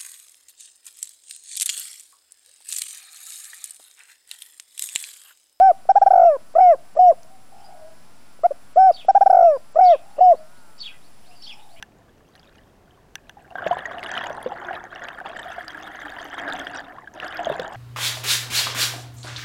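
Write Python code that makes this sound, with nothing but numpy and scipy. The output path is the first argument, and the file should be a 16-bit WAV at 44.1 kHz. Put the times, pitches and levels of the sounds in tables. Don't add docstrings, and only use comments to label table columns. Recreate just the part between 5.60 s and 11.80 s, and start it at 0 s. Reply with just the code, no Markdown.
import sys
import numpy as np
from scipy import signal
from scipy.fft import rfft, irfft, next_fast_len
from scipy.io import wavfile
from scipy.ndimage import uniform_filter1d, map_coordinates

SR = 44100
rng = np.random.default_rng(int(sys.argv[2]) if len(sys.argv) > 2 else 0)


def ratio(d):
    e = np.asarray(d, float) / 20
    return 10 ** e


def bounce(signal):
    frames = np.transpose(np.atleast_2d(signal))
    limited = np.clip(frames, -1, 1)
    pcm = np.round(limited * 32767).astype(np.int16)
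    wavfile.write(sys.argv[1], SR, pcm)


N = 273417
TIME = np.arange(N) / SR


def unit(x):
    return x / np.sqrt(np.mean(x ** 2) + 1e-20)


def along(points, hz):
    f, v = np.transpose(points)
    return np.interp(np.log(hz + 1), np.log(f + 1), v)


def wobble(rate_hz):
    return map_coordinates(rng.standard_normal(int(N * rate_hz / SR) + 4), [TIME * rate_hz])


def filtered(x, response):
    m = next_fast_len(N + SR // 2)
    return irfft(rfft(x, m) * response(np.fft.rfftfreq(m, 1 / SR)), m)[:N]


def coloured_noise(points):
    return unit(filtered(rng.standard_normal(N), lambda hz: ratio(along(points, hz))))


def ease(u):
    return np.sin(np.pi / 2 * np.clip(u, 0, 1)) ** 2


def played(rows, start, edge):
    s, *cols = np.transpose(rows)
    at = slice(max(round((start + s[0]) * SR), 0), round((start + s[-1]) * SR))
    t = TIME[at] - start
    gate = ease((t - s[0]) / edge) * ease((s[-1] - t) / edge)
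    return at, gate, [np.interp(t, s, c) for c in cols]


def turns(hz):
    return 2 * np.pi * np.cumsum(hz) / SR


# (open [s], shut [s], top pitch [Hz])
PULSES = [(.2884, .3211, 793), (.3527, .3865, 819), (.4135, .4402, 803), (.4601, .4866, 793),
          (.5034, .5259, 771), (.5309, .5503, 763), (.5525, .5705, 753), (.5723, .5909, 747),
          (.5913, .6113, 732), (.6111, .63, 725), (.628, .648, 712), (.9795, 1.0015, 756),
          (3.4822, 3.5138, 791), (3.5467, 3.5828, 816), (3.6071, 3.6367, 806), (3.6581, 3.6813, 788),
          (3.6963, 3.7199, 774), (3.7251, 3.7419, 758), (3.7425, 3.763, 755), (3.7645, 3.7827, 745),
          (3.784, 3.8024, 734), (3.8027, 3.8214, 728), (3.8207, 3.84, 714), (4.1841, 4.2055, 747)]
PULSE_PARTIALS = [-29.5, -45.5, -56.5]
RISE_S, TAUT_HZ = .0065, 790
STRAIN_HZ, STRAIN_S_PER_HZ, SLACK_S_PER_HZ = 800, .0001, .00002
PEAK_DB, DB_PER_HZ = -3.4, .007
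CATCH_HZ, CATCH_FOLLOWS = 683, .2
CATCH_DIP, CATCH_S = .14, .004
SAG_HZ_PER_S, SHUT_DROP, SHUT_S, LINGER_S = 1900, .06, .007, .0008
QUICK_S = .0215


def throat_pulses(pitch, partials, quick):
    for opens, shuts, top_hz in PULSES:
        slack_hz = min(top_hz - TAUT_HZ, 0)
        peak_db = PEAK_DB + DB_PER_HZ * slack_hz
        first_hz = .95 * (CATCH_HZ + CATCH_FOLLOWS * slack_hz)
        rise_s = RISE_S + STRAIN_S_PER_HZ * max(top_hz - STRAIN_HZ, 0) - SLACK_S_PER_HZ * slack_hz
        at = slice(round(opens * SR), round((shuts + LINGER_S) * SR))
        t, left = TIME[at] - opens, shuts + LINGER_S - TIME[at]
        hz = first_hz + (top_hz - first_hz) * ease(t / (1.75 * rise_s))
        hz -= SAG_HZ_PER_S * np.maximum(t - 2 * rise_s, 0)
        hz *= 1 - SHUT_DROP * ease(1 - left / SHUT_S)
        pitch[at] = hz * (1 - CATCH_DIP * ease(1 - t / CATCH_S))
        quick[at] = shuts - opens < QUICK_S
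        sag_db = -2.4 * min((shuts - opens) / .026, 1) ** 2 * ease((t - rise_s) / .007)
        reedy_db = 19 * min((shuts - opens) / .022, 1) * ease(1 - t / (.9 * rise_s)) * [[0], [1], [.4], [.4]]
        levels_db = peak_db + sag_db + reedy_db + np.r_[0, PULSE_PARTIALS][:, None]
        partials[:, at] += ratio(levels_db) * ease(t / (1.08 * rise_s)) * ease(left / SHUT_S)


# (open [s], shut [s], swell [ms], peak [dB], top pitch [Hz])
LEADS = [
    (.9505, .9765, 19, -7, 668),
    (1.365, 1.3835, 14, -12, 621),
    (2.8335, 2.869, 22, -6.5, 710),
    (2.906, 2.9239, 5, -17.5, 572),
    (3.1575, 3.17, 6, -15.5, 610),
    (4.155, 4.18, 21, -8.5, 657),
    (4.585, 4.5995, 10, -13.5, 604),
]
SLACK_HZ = 577.8
LEAD_DIP, LEAD_DIP_S = .09, .006


def lead_ins(pitch, partials):
    for opens, shuts, swell_ms, peak_db, top_hz in LEADS:
        at = slice(round(opens * SR), round(shuts * SR))
        t, left = TIME[at] - opens, shuts - TIME[at]
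        swell = np.sin(np.pi / 2 * np.clip(t / swell_ms * 1000, 0, 1))
        pitch[at] = (SLACK_HZ + (top_hz - SLACK_HZ) * swell) * (1 - LEAD_DIP * ease(1 - t / LEAD_DIP_S))
        levels_db = peak_db + (1 - swell) * [[-13], [14], [-4], [-5]] + [[0], [-31], [-40], [-50]]
        partials[:, at] += ratio(levels_db) * ease(t / .0042) * ease(left / .0055)


COO = ([(0, 595, -18), (.009, 700, -8.5), (.014, 732, -7.4), (.03, 762, -8.3)], [(.06, 770, -9.2),
        (.036, 752, -8.9), (.014, 700, -9.3), (.007, 635, -11.8), (0, 520, -26)])
ROLL_END = ([(0, 650, -15), (.011, 700, -7.4), (.019, 693, -8.8), (.028, 680, -8.5), (.041, 660, -9.8)],
             [(.068, 620, -13.5), (.046, 582, -17.2), (.02, 548, -21.3), (0, 480, -31)])
FALLING = ([(0, 625, -19), (.0095, 772, -7.2), (.018, 750, -8.5), (.05, 730, -8.9)], [(.07, 711, -8.8),
            (.043, 680, -8.6), (.023, 608, -12), (.014, 565, -16), (0, 490, -30)])
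LAST = ([(0, 625, -22), (.009, 735, -6.9), (.017, 724, -8.3), (.04, 743, -9.1)], [(.045, 707, -7.9),
         (.019, 645, -9.3), (.011, 540, -20.5), (0, 500, -26)])
# (pitch [Hz], 2nd [dB rms], 3rd [dB rms], 4th partial [dB rms])
COO_TONE = [(540, -35.5, -64.5, -86), (617, -40.5, -59.5, -63.5), (720, -45, -53, -64),
            (765, -37, -56.5, -65)]
ROLL_TONE = [(496, -35, -54, -71.5), (597, -39, -47.5, -60.5), (661, -40, -72, -52),
             (720, -46, -43.5, -63.5)]
FALLING_TONE = [(484, -39.5, -61.5, -70.5), (533, -35.5, -45.5, -61.5), (673, -43.5, -43.5, -54.5),
                (715, -48.5, -45.5, -60.5)]
LAST_TONE = [(555, -39, -60, -74), (660, -65, -52, -66.5), (714, -62, -67, -58), (770, -56, -63, -59.5)]
# (shape, overtones, [(start [s], end [s], pitch factor [1], overtone strength [dB])])
NOTES = [
    (COO, COO_TONE, [(-.002, .1205, 1.006, 1.5), (3.166, 3.316, .996, -1.5)]),
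    (ROLL_END, ROLL_TONE, [(.646, .77, 1.004, 0), (3.837, 3.973, .997, -1.5)]),
    (FALLING, FALLING_TONE, [(.9995, 1.151, .998, 1), (4.2035, 4.359, 1.002, -1)]),
    (LAST, LAST_TONE, [(1.386, 1.529, .999, 0), (4.6035, 4.746, 1.001, 0)]),
]


def held_notes(pitch, partials):
    for (opening, close), tone, sung in NOTES:
        tone_hz, *tone_db = np.transpose(tone)
        for start, end, factor, reedy_db in sung:
            rows = opening + [(end - start - s, hz, db) for s, hz, db in close]
            at, gate, (hz, db) = played(rows, start, edge=.0035)
            pitch[at] = factor * uniform_filter1d(hz, 200)
            levels_db = [db] + [np.interp(hz, tone_hz, partial_db) + reedy_db for partial_db in tone_db]
            partials[:, at] += np.sqrt(2) * ratio(uniform_filter1d(levels_db, 100, axis=1)) * gate


# (centre [Hz], width [Hz], level under the first partial [dB])
WINDPIPE = (5530, 260, -41.5)
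UPPER_DB = [-12, -8, 0, -4.5, 0, -10]
BRIGHT_HZ, BRIGHT_DB_PER_HZ = 765, .06
QUICK_DB = 7


def windpipe(pitch, first_partial, quick, phase):
    centre_hz, width_hz, lift_db = WINDPIPE
    slope_hz_per_s = uniform_filter1d(np.gradient(pitch), 90) * SR
    steady = first_partial ** .75 / (1 + (slope_hz_per_s / 11000) ** 2)
    out = np.zeros(N)
    for k in range(5, 11):
        off_hz = k * pitch - centre_hz
        near = 1 / np.sqrt(1 + (off_hz / width_hz * 2) ** 2) / (1 + (off_hz / 700) ** 6)
        level_db = lift_db + UPPER_DB[k - 5] + QUICK_DB * quick * (k == 8)
        level_db = level_db + BRIGHT_DB_PER_HZ * (pitch - BRIGHT_HZ) + 3 * wobble(40)
        out += ratio(level_db) * near * steady * np.sin(k * phase)
    return out


# (time [s], peak [dB])
SWALLOWS = [(.123, -35), (.13, -36.5), (.253, -36.5), (.349, -30), (.769, -33), (.94, -35.5), (1.151, -28),
            (1.1567, -31), (1.3527, -33.5), (1.3615, -25), (1.529, -32), (1.5345, -30), (1.54, -37),
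            (2.7907, -42), (3.316, -32), (3.4481, -32.5), (3.692, -27), (3.972, -30), (4.147, -33),
            (4.359, -28), (4.364, -33), (4.569, -37), (4.579, -30), (4.583, -23), (4.7455, -27),
            (4.75, -25)]


def swallows():
    out, t = np.zeros(N), TIME[:SR // 100]
    flap = ease(t / .0015) * ease((.006 - t) / .004) * np.sin(2 * np.pi * 620 * t)
    for s, db in SWALLOWS:
        out[round(s * SR):][:len(t)] += ratio(db) * flap
    return out


# (frequency [Hz], level [dB])
BREATH = [(250, -40), (400, -19.5), (1100, -3), (1500, -12), (3000, -25.5), (4500, -27.5), (5500, -17.5),
          (6500, -30.5), (8000, -62)]


def dove():
    pitch, partials, quick = np.full(N, 700.), np.zeros((4, N)), np.zeros(N)
    throat_pulses(pitch, partials, quick)
    lead_ins(pitch, partials)
    held_notes(pitch, partials)
    phase = turns(uniform_filter1d(pitch, 60) * (1 + .002 * wobble(90))) + np.pi / 2
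    partials *= ratio(.22 * wobble(70))
    voice = sum(partials[k] * np.sin((k + 1) * phase) for k in range(4))
    voice += windpipe(pitch, partials[0], quick, phase)
    voice += ratio(-49) * partials[0] * coloured_noise(BREATH)
    return voice + swallows()


# (start [s], length [s], top pitch [Hz], last pitch [Hz], level [dB rms])
FAR = [
    (1.625, .075, 670, 640, -53),
    (1.69, .1, 785, 735, -47.5),
    (1.905, .395, 745, 632, -47.5),
    (4.41, .45, 750, 632, -51.5),
    (5.62, .145, 742, 722, -55),
    (5.86, .4, 795, 655, -54),
]
FAR_SCOOP, FAR_SCOOP_S, FAR_SWELL_DB = .08, .015, 1.8
FAR_ROLLED_S = .2


def far_doves():
    out = np.zeros(N)
    chop = np.sin(turns(48 * (1 + .22 * wobble(20))))
    for start, length, top_hz, last_hz, db in FAR:
        rolled = length > FAR_ROLLED_S
        at, gate, (u,) = played([(0, 0), (length, 1)], start, edge=.02)
        hz = top_hz + (last_hz - top_hz) * ease((u - .4) / .45)
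        hz = hz * (1 - FAR_SCOOP * np.exp(-u * length / FAR_SCOOP_S))
        roll = chop[at] * ease(4 - 5 * u) * rolled
        level_db = db + 3 * np.sin(np.pi * u ** 1.5) * rolled + FAR_SWELL_DB * wobble(14)[at]
        phase = turns(.99 * hz * (1 + .115 * roll + .02 * wobble(35)[at]))
        out[at] += ratio(level_db) * gate * (1 + .6 * roll) * np.sin(phase)
    return ratio(-2) * out + ratio(-6) * garden(out)


def burred(phase, burr):
    return burr[0] * np.sin(phase) + burr[1] * np.cos(phase)


# (after start [s], pitch [Hz], level [dB])
SCOLD_HIGH = [(0, 4350, -20), (.011, 4750, -12), (.018, 5450, -7), (.026, 4900, -8)]
# (after start [s], pitch [Hz], level [dB])
SCOLD_LOW = [(.004, 2200, -26), (.02, 3200, -19), (.03, 4600, -1), (.046, 4400, -3), (.062, 3050, -7),
             (.081, 3650, -1), (.098, 3050, -2), (.118, 2400, -13), (.148, 2500, -24)]
# (time [s], level [dB], pitch factor [1])
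SCOLDS = [
    (3.311, -41, 1.007),
    (4.227, -38.5, 1.02),
    (5.174, -35, 1.01),
    (5.808, -38, 1),
]
SCOLD_BURR = .75


def scolds(burr):
    out = np.zeros(N)
    light = SCOLD_BURR * burr + [[.7], [0]]
    for start, call_db, stretch in SCOLDS:
        for voice in SCOLD_HIGH, SCOLD_LOW:
            at, gate, (hz, db) = played(voice, start, edge=.011)
            phase = turns(uniform_filter1d(hz, 100) * stretch)
            octave = ratio(-25) * burred(2 * phase, burr[::-1, at])
            out[at] += ratio(call_db + db) * gate * (burred(phase, light[:, at]) + octave)
    return out


# (start [s], length [s], level [dB])
PEEPS = [
    (2.557, .045, -72),
    (2.683, .045, -74),
    (2.791, .03, -75),
    (3.024, .05, -73),
    (4.496, .06, -66),
    (4.733, .068, -63),
    (4.955, .05, -63),
    (5.416, .07, -62),
    (6.087, .068, -61),
]
# (first pitch [Hz], last pitch [Hz])
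PEEP_HZ = (3200, 4680)
# (start [s], length [s], first pitch [Hz], last pitch [Hz], level [dB])
CHIPS = [(1.96, .018, 5130, 5200, -65), (1.979, 0.035, 5000, 5300, -61), (1.98, 0.071, 2360, 3170, -65),
         (2.039, 0.031, 4810, 4920, -54), (2.647, 0.022, 2480, 2510, -65.5),
         (3.931, .06, 4760, 4850, -60.5), (4.564, 0.048, 2700, 2924, -56.5), (4.61, 0.027, 4570, 4780, -57),
         (5.308, 0.025, 1590, 1565, -54), (5.33, 0.023, 1960, 1990, -58.5), (5.639, 0.096, 2476, 5300, -62),
         (5.708, 0.059, 2560, 3020, -58), (5.752, 0.08, 4850, 4610, -54.5),
         (5.868, 0.0265, 5430, 4730, -43), (5.923, 0.024, 5450, 5200, -47.5), (5.85, 0.02, 5350, 5500, -46),
         (5.99, 0.049, 3500, 3740, -58), (5.985, 0.032, 2840, 2970, -58), (6.159, 0.044, 2090, 2516, -56.5),
         (6.162, 0.052, 2790, 3240, -53.5)]
PEEP_BURR, CHIP_BURR = .8, 1.2


def peeps_and_chips(burr):
    out = np.zeros(N)
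    calls = [(s, length, *PEEP_HZ, db, PEEP_BURR) for s, length, db in PEEPS]
    calls += [(*chip, CHIP_BURR) for chip in CHIPS]
    for start, length, first_hz, last_hz, db, rough in calls:
        at, gate, (u,) = played([(0, 0), (length, 1)], start, edge=.0041)
        phase = turns(first_hz + (last_hz - first_hz) * (1 - (1 - u) ** 2.2))
        tone = np.sin(phase) + 1.3 * rough * burred(phase, burr[:, at])
        out[at] += ratio(db) * gate * tone / (1.3 + rough)
    return out


HEDGE_S, HEDGE_DB = .05, -5


def small_birds():
    burr = np.array([.5 + wobble(600), wobble(600)])
    burr += ratio(-14) * np.array([wobble(3500), wobble(3500)])
    out = scolds(burr) + peeps_and_chips(burr)
    t = TIME[:SR // 20]
    leaves = ratio(-60 * t / HEDGE_S) * rng.standard_normal(len(t))
    out = out + ratio(HEDGE_DB) * signal.fftconvolve(out, leaves / np.linalg.norm(leaves))[:N]
    return ratio(-1) * out + ratio(-10) * garden(out)


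# (time [s], wing beat [Hz], level [dB])
FLY = [(0, 164, -69), (.8, 162, -67), (1.15, 176, -71), (1.5, 160, -71), (1.85, 147, -73), (2.08, 162, -66),
       (2.35, 164, -66), (2.65, 181, -67), (2.92, 148, -69), (3.1, 162, -69), (3.5, 160, -70),
       (4.05, 172, -68), (4.35, 152, -72), (4.62, 163, -68), (4.77, 140, -68), (4.96, 165, -64),
       (5.17, 141, -67), (6.2, 138, -92)]
# (frequency [Hz], level [dB])
FLY_TONE = [(300, -20), (800, -7), (980, .5), (1150, -2), (1300, 1.5), (1480, 3.5), (1680, -8), (3000, -30)]
# (time [s], pitch [Hz], level [dB])
GNAT = [
    (4.95, 925, -72),
    (4.99, 918, -65),
    (5.055, 852, -61),
    (5.09, 850, -62),
    (5.14, 878, -63),
    (5.165, 880, -74),
]


def fly():
    at, _, (hz, db) = played(FLY, 0, edge=.01)
    phase = turns(uniform_filter1d(hz, 2500) * (1 + .00022 * wobble(33)))
    stack = sum(ratio(along(FLY_TONE, k * hz) + 3.5 * wobble(3)) * np.sin(k * phase + k * k)
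                for k in range(2, 16))
    out = ratio(db - 1.5) * stack
    at, gate, (hz, db) = played(GNAT, 0, edge=.0093)
    out[at] += ratio(db + 3) * gate * np.sin(turns(uniform_filter1d(hz, 600)))
    return out


# (time [s], peak [dB])
TWIG = [
    (1.632, -39),
    (5.288, -48),
]
# (frequency [Hz], level [dB])
TWIG_TONE = [(2500, -30), (4200, 5), (6500, 4), (10000, -12)]


def twig():
    out, t = np.zeros(N), TIME[:SR // 50]
    for s, db in TWIG:
        out[round(s * SR):][:len(t)] += ratio(db - 60 * t / .008) * rng.standard_normal(len(t))
    return filtered(out, lambda hz: ratio(along(TWIG_TONE, hz)))


# (frequency [Hz], t60 [s])
GARDEN = [(300, .45), (1000, .33), (4000, .22), (9000, .15)]


def garden(x):
    hz, t, z = signal.stft(rng.standard_normal(SR // 2), SR, nperseg=256)
    tail = signal.istft(z * ratio(-60 * t / along(GARDEN, hz)[:, None]), SR, nperseg=256)[1]
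    return signal.fftconvolve(np.pad(x, (350, 0)), tail / np.linalg.norm(tail))[:N]


# (frequency [Hz], level [dB per Hz])
AIR = [(18, -17), (30, -5.5), (50, -3.5), (85, -3), (250, -2.5), (437, -10), (670, -5.5), (1000, -9),
       (1500, -13.5), (2360, -15), (3900, -19), (5200, -16), (6500, -23), (8450, -55.5), (14300, -120)]
AIR_DB = -55.5


def air():
    return ratio(AIR_DB + .26 * wobble(1.9) + .4 * wobble(2.1)) * coloured_noise(AIR)


# (frequency [Hz], level [dB per Hz])
HISS = [(3530, -34.5), (6000, -12), (6340, -9), (6900, -6), (7500, 0), (8080, -4.5), (9180, -1.5),
        (9630, 0.5), (10700, -0.5), (11800, -11), (13300, -14), (14200, -5.5), (14700, -4.5), (15200, -5.5),
        (15500, -17)]
BUZZ_STRONG = [65, 67, 96, 128, 132]
BUZZ_HZ, STRONG_DB = 110.88, 7
HISS_DB, BUZZ_DB = -64, -67


def camera():
    multiple = np.arange(40, 140)
    bins = np.round(BUZZ_HZ * multiple * N / SR).astype(int)
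    strength_db, turn = rng.standard_normal((2, len(multiple)))
    lines = np.zeros(N // 2 + 1, complex)
    lines[bins] = ratio(3 * strength_db + STRONG_DB * np.isin(multiple, BUZZ_STRONG)) * np.exp(.7j * turn)
    buzz = unit(filtered(irfft(lines, N), lambda hz: ratio(along(HISS, hz))))
    buzz_db = BUZZ_DB + 1.5 * wobble(3.3) - 2.1 * (TIME > 2.17)
    return ratio(HISS_DB) * coloured_noise(HISS) + ratio(buzz_db) * buzz


CAGE_S, CAGE_DB = .006, -25.5


def scene():
    coo = dove()
    cage = ratio(CAGE_DB) * np.pad(coo, (round(CAGE_S * SR), 0))[:N]
    close = coo + cage + ratio(-34) * garden(coo)
    return (close + far_doves() + small_birds() + fly() + twig() + air() + camera())[None]


def top_cut(x):
    return signal.sosfilt(signal.butter(12, 15660, fs=SR, output="sos"), x)


# (from [s], to [s])
STARVED = [
    (.285, .445),
    (.935, .955),
    (1.345, 1.41),
    (2.82, 2.845),
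    (3.135, 3.17),
    (3.46, 3.59),
    (4.13, 4.19),
    (4.575, 4.635),
    (5.185, 5.22),
]
STARVED_HZ, OFFSET = 8600, -.0108


def record(dry):
    x = dry[0] + 0
    treble = filtered(dry[0], lambda hz: hz > STARVED_HZ)
    for s0, s1 in STARVED:
        x = x - treble * ease((TIME - s0) / .006) * ease((s1 - TIME) / .006)
    return top_cut(x[None] + OFFSET)


dry = scene()
out = record(dry)
bounce(out)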